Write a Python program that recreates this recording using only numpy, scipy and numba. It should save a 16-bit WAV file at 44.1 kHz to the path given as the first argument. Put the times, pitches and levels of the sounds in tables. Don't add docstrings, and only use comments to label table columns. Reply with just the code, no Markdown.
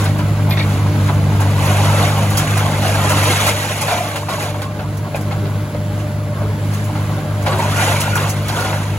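import sys
import numpy as np
from scipy import signal
from scipy.fft import rfft, irfft, next_fast_len
from scipy.io import wavfile
from scipy.ndimage import uniform_filter1d
from numba import njit

SR = 44100
rng = np.random.default_rng(int(sys.argv[2]) if len(sys.argv) > 2 else 0)


def dump(signal):
    limited = np.clip(np.atleast_2d(signal).T, -1, 1)
    pcm = np.round(limited * 32767).astype(np.int16)
    wavfile.write(sys.argv[1], SR, pcm)


def undo_db(level):
    steps = np.asarray(level, float) / 20
    return 10 ** steps


N = 396018

# time in seconds, firing rate
# in Hz, level in dB.
EXHAUST = [(0.0, 101, -16), (0.45, 101.8, -16), (0.7, 100.2, -15), (1.5, 99, -14.5), (2.0, 100.4, -14.5),
           (2.45, 102.5, -16.5), (3.1, 98.9, -16), (3.36, 100.4, -18.5), (3.6, 101.9, -24.5),
           (4.1, 102.3, -27.5), (4.7, 101.3, -24.5), (5.5, 101.8, -19.5), (6.2, 101.7, -21.5),
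           (7.0, 102.8, -18.5), (7.5, 101.7, -19.5), (7.78, 100.2, -18), (8.3, 101.7, -20),
           (8.98, 100.8, -20.5)]
# time in seconds, blade-pass rate in Hz, level in dB.
FAN_RUN = [(0.0, 151.5, -19.5), (.6, 150.6, -19), (1.5, 147.1, -17.5), (2.0, 149.5, -19),
           (2.63, 151.9, -20.5), (2.9, 147.4, -21), (3.3, 146.9, -21.5), (3.45, 149, -29), (4.03, 152, -30),
           (4.65, 149.4, -28.5), (5.1, 151.8, -24.5), (6.25, 150.3, -25), (6.85, 153, -23.5),
           (7.5, 151, -23.5), (7.85, 146.5, -23), (8.1, 150, -24), (8.7, 152.9, -24.5), (8.98, 150.7, -28)]
# multiple of the blade pass, level in dB.
FAN_HARMONICS = [(2, -14), (3, -23.5)]
# time in seconds, pitch in Hz, level in dB.
TURBO_WHISTLE = [(0, 10400, -85), (5.9, 10350, -68), (6.3, 10600, -60), (6.8, 10800, -60),
                 (7.0, 10650, -59), (7.5, 10600, -59), (8.98, 10600, -85)]
# frequency in Hz, gain in dB.
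ROAR_SPECTRUM = [(24, -31), (50, -1.2), (80, 2), (125, 2), (180, 2.5), (260, -3.5), (450, -10),
                 (700, -17.5), (1100, -16), (2000, -18.5), (3000, -25.5), (5200, -32.5), (7500, -29.5),
                 (15500, -35.5)]
# centre in seconds, depth in dB, half-width in seconds.
EXHAUST_FADES = [(2.44, -7.5, 0.054), (2.75, -3.5, .08), (5.14, -10, 0.061), (5.69, -10, 0.043),
                 (6.93, -11, 0.026), (7.23, -11, 0.055), (8.6, -3.5, 0.12)]
# centre in seconds, depth in dB, half-width in seconds.
PUMP_NOTE_FADES = [(1.5, -2.5, 3), (8.6, -2.5, .8), (4.9, -5, 0.11), (5.6, -3, 0.13), (6.75, -4.5, 0.14),
                   (7.05, -5, .08)]
# start in seconds, peak in dB, main mode in Hz, treble in dB.
HEAVY_KNOCKS = [(0.055, -8, 660, -8), (0.188, -7.5, 990, -16.5), (0.507, -13, 3700, -4),
                (0.57, -12, 2270, -7), (0.593, -13, 2390, -6), (1.088, -8, 984, -14),
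                (2.372, -4.5, 3230, -13.5), (2.847, -10.5, 730, -3.5), (3.252, -10, 1000, -3),
                (3.466, -1, 1345, -29), (3.811, -17, 874, -3), (3.882, -5, 730, -13), (4.157, -11, 867, -5),
                (4.285, -10, 790, -7), (4.543, -12, 657, -24), (4.618, -11.5, 1055, -6),
                (4.791, -11.5, 740, -15), (5.147, -10, 648, -18), (5.311, -13, 1057, -8),
                (5.453, -16, 667, -10), (5.748, -17, 760, -22), (6.417, -17, 652, -23.5),
                (6.721, -23, 665, -9.5), (6.954, -15, 830, -13), (7.463, -3.5, 827, -7),
                (7.519, -9, 1144, -7), (7.6, -11, 1360, -14), (7.964, -17, 2293, -9),
                (8.484, -10, 1215, -3), (8.724, -5.5, 1362, -15)]
# start in seconds, peak in dB, centre in Hz.
STEEL_CRACKS = [(.508, -18, 3980), (.53, -20, 2250), (.571, -17, 2000), (0.593, -16, 2300),
                (.5935, -22, 4000), (.63, -23, 3600), (1.0884, -17, 1000), (3.885, -12, 900),
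                (4.106, -22, 700), (4.157, -14.5, 1480), (4.231, -19, 1028), (4.286, -18, 1100),
                (4.543, -17, 700), (4.618, -17, 1100), (4.792, -22, 798), (5.123, -20, 600),
                (5.146, -11, 650), (5.146, -24, 2460), (5.311, -20, 1800), (5.731, -25, 616),
                (5.748, -18, 600), (6.322, -21, 802), (6.418, -20, 600), (6.9, -20, 700), (6.953, -20, 830),
                (7.461, -16, 1200), (7.468, -9, 1700), (7.489, -11, 700), (7.525, -14, 1800),
                (7.784, -12, 1897), (7.82, -14, 2600), (7.88, -14.5, 2800), (8.015, -16, 3000),
                (8.078, -10, 872), (8.127, -10, 1430), (8.156, -11, 1430), (8.175, -15.5, 3000),
                (8.365, -18, 700), (8.499, -15.5, 699), (8.527, -17, 700)]
# start in seconds, peak in dB, pitch in Hz.
BLUNT_THUDS = [(1.095, -11, 956), (4.157, -13, 985), (4.285, -17, 810), (4.543, -11, 611),
               (4.792, -24, 600), (5.146, -5.5, 640), (5.748, -14, 530), (6.418, -15, 590),
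               (7.468, -16, 826)]
# start in seconds, peak in dB.
SHARD_CLINKS = [(0.0398, -22), (0.182, -27), (1.4017, -20.5), (1.6523, -20), (2.2994, -19.5), (2.372, -8.5),
                (2.5736, -15.5), (3.093, -13.5), (3.2336, -16), (3.466, -10), (3.812, -13.5),
                (4.157, -22.5), (4.2882, -25), (4.4236, -22.5), (4.617, -25), (4.9696, -28),
                (5.1548, -25.5), (5.2086, -29), (6.736, -25), (6.84, -26.5), (7.424, -27), (7.4602, -27),
                (7.5847, -24), (7.7607, -23), (8.0034, -11.5), (8.1534, -15), (8.272, -25), (8.2933, -14.5),
                (8.4807, -19), (8.5974, -22)]
# start in seconds, pitch in Hz, level in dB, T60 in seconds.
RINGING_PIECES = [(.495, 12580, -22, .12), (3.885, 715, -19.5, 0.45), (3.91, 665, -23.5, 0.55),
                  (3.97, 715, -26, .4), (4.62, 1070, -30.5, .25), (4.62, 1170, -31, .25),
                  (7.86, 820, -22, .25), (5.42, 400, -31, .3), (5.8, 490, -30, 0.1203),
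                  (1.09, 380, -22, 0.23), (3.885, 2331, -30.5, 0.27), (4.299, 1100, -25.5, 0.41),
                  (5.144, 2460, -22, 0.054), (5.146, 706, -29, 0.075), (6.42, 430, -29, 0.302),
                  (7.485, 14300, -37, 0.19), (7.505, 7900, -30, 0.09), (7.47, 370, -24, 0.35),
                  (7.47, 530, -26, 0.37), (7.77, 1430, -25, 0.61), (8.03, 1430, -25, 0.4),
                  (8.125, 1430, -20, .2), (8.55, 1430, -23, 0.52), (7.96, 2300, -24, 0.12),
                  (8.29, 6200, -29, 0.11)]
# start in seconds, level in dB.
PART_BLOWS = [
    (.507, -26.5),
    (.57, -25.5),
    (.594, -23.5),
]
# frequency in Hz, level in dB, T60 in seconds.
PART_MODES = [(1650, -11, .1), (1850, -0.5, .13), (2150, -2.5, .2), (2394, -1, 0.12), (2710, -11, .11),
              (3340, -10, 0.098), (3610, -5, 0.16), (4020, -8, 0.09), (4430, -10, .09)]
# lowest mode in Hz, highest mode in Hz, knocks per second, T60 in seconds.
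PIECE_SIZES = [
    (327.8, 1700, 500, 0.16),
    (1588.5, 5600, 1200, 0.2),
    (5606, 13000, 3600, 0.093),
    (180, 340, 120, 0.14),
]
RISE_SHARES = (1.02, 0.92, 0.89, 1.01)
# frequency in Hz, gain in dB.
METAL_SPECTRUM = [(250, -23), (550, 0.5), (1100, 0), (1800, -2.5), (2700, -5.5), (4000, -10.5),
                  (5200, -15.5), (6600, -13.5), (10000, -15.5), (15500, -19)]
# peak time in seconds, plate level in dB,
# rise in seconds per 10 dB, fall in seconds per 10 dB, dullness in dB.
PILE_SLIDES = [(0.01, -22.5, 3, 0.1, 5.5), (0.75, -29.5, 2.5, 3.5, 11), (0.52, -39, -0.7, 0.3, 3),
               (1.105, -19, 0, 0, 15), (1.4, -23, -0.03, 0.14, 9.5), (1.66, -22.5, 0.1, 1.34, 4.5),
               (2.05, -20.5, .6, 0.13, 5.5), (2.38, -27.5, 0.23, 1, 2.5), (2.65, -35, 0.16, 1, 11),
               (3.08, -21, 0.43, -0.56, 12), (3.341, -19, 0.42, 0.02, 1.5), (3.492, -21.5, 0.33, 0.03, 0.5),
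               (3.55, -24, 0.78, 0.45, 0), (3.92, -21, 0.16, .13, 3.5), (4.165, -29, 0.3, .1, 3),
               (4.295, -25, -0.2, 0.21, 3.5), (4.63, -33, -1.2, -0.5, 21), (5.16, -30, -0.3, 0.2, 13),
               (5.315, -25.5, -0.2, 0.06, 14), (6.95, -31, 0.2, 1.8, 11), (7.475, -20, 0.03, 0.3, 10.5),
               (7.82, -18, 0.1653, 0.31, 3), (8.166, -18.5, 0.01, 0.17, 7.5), (8.6, -21.5, 0.16, 0.3, 5),
               (1.063, -32.5, 0.098, 0.06, 2), (0.62, -35, 0.018, .12, 2), (4.55, -39, 0.011, 0.052, 26),
                  (4.8, -31, .01, 0.033, 15), (6.42, -33, .2, 0.18, 14), (6.75, -36.5, 0.11, 0.19, 0.5),
                  (6, -39, .05, .05, 2), (7.6, -26.5, 0.04, 0.13, 8), (9.6, -24, .03, .08, 3),
                  (2.595, -19.5, 0.033, 0.031, 6), (4.46, -29, 0.13, 0.059, 5.5),
                  (4.4, -26.5, .01, 0.078, 2), (3.12, -18.5, 0.041, 0.036, 5),
                  (8.08, -24.5, 0.036, .04, 13), (2.87, -25, 0.045, .1, 2), (0.704, -32.5, .05, .1, 2)]
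# frequency in Hz, likeness from 0 to 1, right minus left in dB.
PORT_PAIR = [(60, 1, 0), (570, .96, 0), (1114, 0.87, 0), (1200, 0.83, -7), (1700, 0.64, 2), (2070, 0.7, -2),
             (2980, 0.96, 2), (4480, 0.68, 5.5), (5730, 0, 2), (6370, 0.92, 1), (9600, 0.84, 0.8),
             (15000, 0.8, 3)]
# frequency in Hz, lead in radians.
ENGINE_PHASE = [(0, 0), (1550, 0), (1800, 3.1), (2100, 6.0), (2500, 4.8), (3300, 6.2), (4600, 6.0),
                (5500, 3.6), (7000, 5.1), (8500, 3.14), (11000, 0), (13500, -3.14), (16000, -6.3)]
# frequency in Hz, lead in radians.
PILE_PHASE = [(0, 0), (1450, .5), (1750, 3.1), (2050, 6.0), (3200, 7.7), (4800, 9.2), (6000, 6.3),
              (8500, 3.14), (11000, 0), (13500, -3.14), (16000, -6.3)]
# low edge in Hz, high edge in Hz, share left.
SUM_GAPS = [(8050, 8950, 0), (12800, 14250, 0), (15850, 23000, 0)]
# low edge in Hz, high edge in Hz, share left.
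DIFFERENCE_GAPS = [(10400, 12200, .3), (15200, 23000, 0)]


def engine():
    firing_hz, exhaust_db = curves(EXHAUST)
    fan_hz, fan_db = curves(FAN_RUN)
    turbo_hz, turbo_db = curves(TURBO_WHISTLE)
    loudness_db = exhaust_db + 15
    firing_db = exhaust_db + fades(EXHAUST_FADES)
    pump_db = -34.5 - 0.081 * loudness_db + fades(PUMP_NOTE_FADES)
    pump_hz = 600 * (1 + 0.00431 * drift(1.31))

    out = undo_db(firing_db) * tone(firing_hz, fuzz=0.12, width_hz=16.5)
    out += undo_db(firing_db - 13.5 + 0.18 * loudness_db) * tone(2 * firing_hz, fuzz=0.11, width_hz=7.1)
    out += undo_db(fan_db - 2.5) * tone(fan_hz, fuzz=0.09, width_hz=8)
    for multiple, db in FAN_HARMONICS:
        out += undo_db(fan_db + db - 0.32 * loudness_db) * tone(multiple * fan_hz, fuzz=0.34, width_hz=11)
    out += undo_db(pump_db) * tone(pump_hz, fuzz=0.21, width_hz=24)
    out += undo_db(turbo_db) * tone(turbo_hz, fuzz=0.25, width_hz=19.8)

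    throb = 1 + 0.12 * np.cos(2 * np.pi * np.cumsum(firing_hz) / SR)
    roar = shaped(throb * rng.standard_normal(N), lambda hz: undo_db(read(hz, *np.transpose(ROAR_SPECTRUM))))
    roar_db = -33 + 0.6 * loudness_db
    return out + undo_db(roar_db + 9.5 + 0.57 * drift(6.7)) * evened(roar)


def blows():
    out = np.zeros(N)
    for s, *row in HEAVY_KNOCKS:
        add(out, s, knock(*row))
    for s, *row in STEEL_CRACKS:
        add(out, s, crack(*row))
    for s, *row in BLUNT_THUDS:
        add(out, s, thud(*row))
    for s, *row in SHARD_CLINKS:
        add(out, s, clink(*row))
    for s, *row in RINGING_PIECES:
        add(out, s, ring(*row))
    for s, blow_db in PART_BLOWS:
        for hz, db, t60 in PART_MODES:
            mode_hz = hz * rng.uniform(0.95, 1.03)
            mode_db = blow_db + db + 1.7 * rng.standard_normal()
            add(out, s, ring(mode_hz, mode_db, min(t60, 0.16)))
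    return out


def knock(db, hz, treble_db):
    t = np.arange(9000) / SR
    noise = rng.standard_normal(len(t))
    ratios = 1 + 2.5 * rng.random((2, 1))
    body = evened(shaped(noise, lambda f: 1 / (1 + (400 / (f + 1)) ** 4) / (1 + (f / 1800) ** 4)))
    edge = evened(shaped(noise, lambda f: 1 / (1 + (2000 / (f + 1)) ** 4) / (1 + (f / 5000) ** 10)))
    overtones = np.sin(2 * np.pi * hz * ratios * t).sum(0)
    modes = np.sin(2 * np.pi * hz * t) + 0.43 * overtones
    return undo_db(db - 16) * rattle(t, 0.1) * (body + undo_db(treble_db - 1) * edge + 0.65 * modes)


def crack(db, hz):
    t = np.arange(3000) / SR
    t60, width_octaves = 0.058, 0.33
    burst = shaped(rng.standard_normal(len(t)),
                   lambda f: 1 / (1 + (np.log2((f + 1) / hz) / width_octaves) ** 2) ** 1.4)
    return undo_db(db - 6.5 - 60 * t / t60) * evened(burst)


def thud(db, hz):
    turns = hz * np.arange(SR // 2) / SR
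    swell = np.sin(np.pi * np.minimum(turns / 5.2, 1) ** 0.77)
    return undo_db(db - 6.5) * swell * np.sin(2 * np.pi * turns)


def clink(db):
    t = np.arange(6000) / SR
    burst = shaped(rng.standard_normal(len(t)),
                   lambda f: 1 / (1 + (5500 / (f + 1)) ** 6) / (1 + (f / 11000) ** 3))
    return undo_db(db - 8) * rattle(t, 0.091) * evened(burst)


def ring(hz, db, t60):
    t = np.arange(SR // 2) / SR
    chatter = evened(shaped(rng.standard_normal(len(t)), lambda f: 1 / (1 + (f / (0.05 * hz)) ** 4)))
    envelope = undo_db(db) * rattle(t, t60) * (1 - np.exp(-t / 0.0033))
    return envelope * (0.92 + 0.64 * chatter) * np.sin(2 * np.pi * hz * t)


def rattle(t, t60):
    return undo_db(-60 * (t / max(t60, 0.02)) ** 1.6) * (1 - np.exp(-t / 0.0007))


def pile():
    out = np.zeros(N)
    jolts = undo_db(drift(30))
    dull_shares = (0.013, 0.98, 1.15, 0.7)
    own_dbs = (0, 0, -3, -12.5)
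    for piece, dull_share, own_db, rise_share in zip(PIECE_SIZES, dull_shares, own_dbs, RISE_SHARES):
        low_hz, high_hz, per_s, t60 = piece
        picks = rng.random((30000, 3))[:int(per_s * N / SR)]
        knocks = evened(struck(picks, low_hz, high_hz, t60, 1.8, N, SR))
        rough = 0.59 * knocks + 0.97 * rng.standard_normal(N)

        def band(hz):
            edges = (1 + (low_hz / (hz + 1)) ** 8) * (1 + (hz / high_hz) ** 8)
            return undo_db(read(hz, *np.transpose(METAL_SPECTRUM))) / np.sqrt(edges)

        out += undo_db(slides(dull_share, rise_share) + own_db) * jolts * evened(shaped(rough, band))
    heavy = shaped(out, lambda hz: 1 / (1 + (hz / 745) ** 6) / (1 + (400 / (hz + 1)) ** 6))
    thinner = np.clip((np.arange(N) / SR - 7.6) / 0.12, 0, 1)
    return out - 0.26 * thinner * heavy


@njit
def struck(picks, low_hz, high_hz, t60, spread_db, size, rate):
    out = np.zeros(size)
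    for place, pitch, strength in picks:
        hz = low_hz * (high_hz / low_hz) ** pitch
        step = np.exp(complex(-np.log(1000) / t60, 2 * np.pi * hz) / rate)
        swing = complex(10 ** (-spread_db * np.log(1 - strength * 0.99) / 20), 0)
        start = int(place * size)
        for n in range(start, min(start + int(t60 * rate / 2), size)):
            swing *= step
            out[n] += swing.imag
    return out


def slides(dull_share, rise_share):
    t = np.arange(0, N + 100, 100) / SR
    power = undo_db(2 * (-36.5 - dull_share * 18))
    for s, db, rise_s, fall_s, dull_db in PILE_SLIDES:
        rise = abs(t - s) / max(rise_share * rise_s, 0.003)
        fall = (abs(t - s) / max(fall_s, 0.003)) ** 1.16
        away = np.where(t < s, rise, fall)
        power = power + undo_db(2 * (db - dull_share * dull_db - 10 * away))
    return np.interp(np.arange(N) / SR, t, 10 * np.log10(power))


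def tone(hz, fuzz, width_hz):
    swing = 1 - fuzz + fuzz * (drift(width_hz) + 1j * drift(width_hz))
    return evened((swing * np.exp(2j * np.pi * np.cumsum(hz) / SR)).real)


def fades(events):
    t = np.arange(N) / SR
    return sum(db * np.exp(-((t - s) / width) ** 2) for s, db, width in events)


def drift(hz):
    coarse = shaped(rng.standard_normal(N // 100 + 2), lambda f: (f > 0) / (1 + (f / 100 / hz) ** 4))
    return evened(np.interp(np.arange(N) / 100, np.arange(len(coarse)), coarse))


def shaped(x, gain):
    size = next_fast_len(len(x))
    return irfft(rfft(x, size) * gain(np.fft.rfftfreq(size, 1 / SR)), size)[:len(x)]


def evened(x):
    return x / np.sqrt(np.mean(x ** 2) + 1e-20)


def read(hz, f, value):
    return np.interp(np.log(hz + 1), np.log(np.asarray(f) + 1), value)


def curves(rows):
    s, *columns = np.transpose(rows)
    return [np.interp(np.arange(N) / SR, s, c) for c in columns]


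def add(mix, s, sound):
    part = mix[round(s * SR):][:len(sound)]
    part += sound[:len(part)]


def ports(x, lead, size):
    f, alike, right_db = np.transpose(PORT_PAIR)
    hz, t, z = signal.stft(x, SR, nperseg=size)
    same = np.clip(read(hz, f, alike), 0, 1)[:, None]
    direct = np.exp(-1j * np.interp(hz, *np.transpose(lead)))[:, None]
    scatter = np.exp(2j * np.pi * rng.random(z.shape[::-1]).T)
    arriving = same * direct + 1.46 * np.sqrt(1 - same ** 2) * scatter
    right = z * undo_db(read(hz, f, right_db))[:, None] * arriving
    return np.array([x, signal.istft(right, SR, nperseg=size)[1][:N]])


def scene():
    return ports(engine(), ENGINE_PHASE, size=2048) + ports(pile() + blows(), PILE_PHASE, size=512)


def dropped(x, gaps):
    hz, t, z = signal.stft(x, SR, nperseg=2048)
    for low_hz, high_hz, left in gaps:
        wander = 170 * np.round(1.6 * uniform_filter1d(rng.standard_normal((2, len(t))), size=2))
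        wander = wander * (high_hz < SR / 2)
        outside = (hz[:, None] < low_hz + wander[0]) | (hz[:, None] > high_hz + wander[1])
        z = z * np.where(outside, 1, left)
    return signal.istft(z, SR, nperseg=2048)[1][:N]


def band_limit(x):
    return signal.sosfilt(signal.butter(12, 17080, fs=SR, output="sos"), x)


def record(dry):
    limited = 1.3 * np.tanh(dry / 1.3)
    mid = dropped((limited[0] + limited[1]) / 2, SUM_GAPS)
    side = dropped((limited[0] - limited[1]) / 2, DIFFERENCE_GAPS)
    return band_limit(np.array([mid + side, mid - side]))


dry = scene()
out = record(dry)
dump(out)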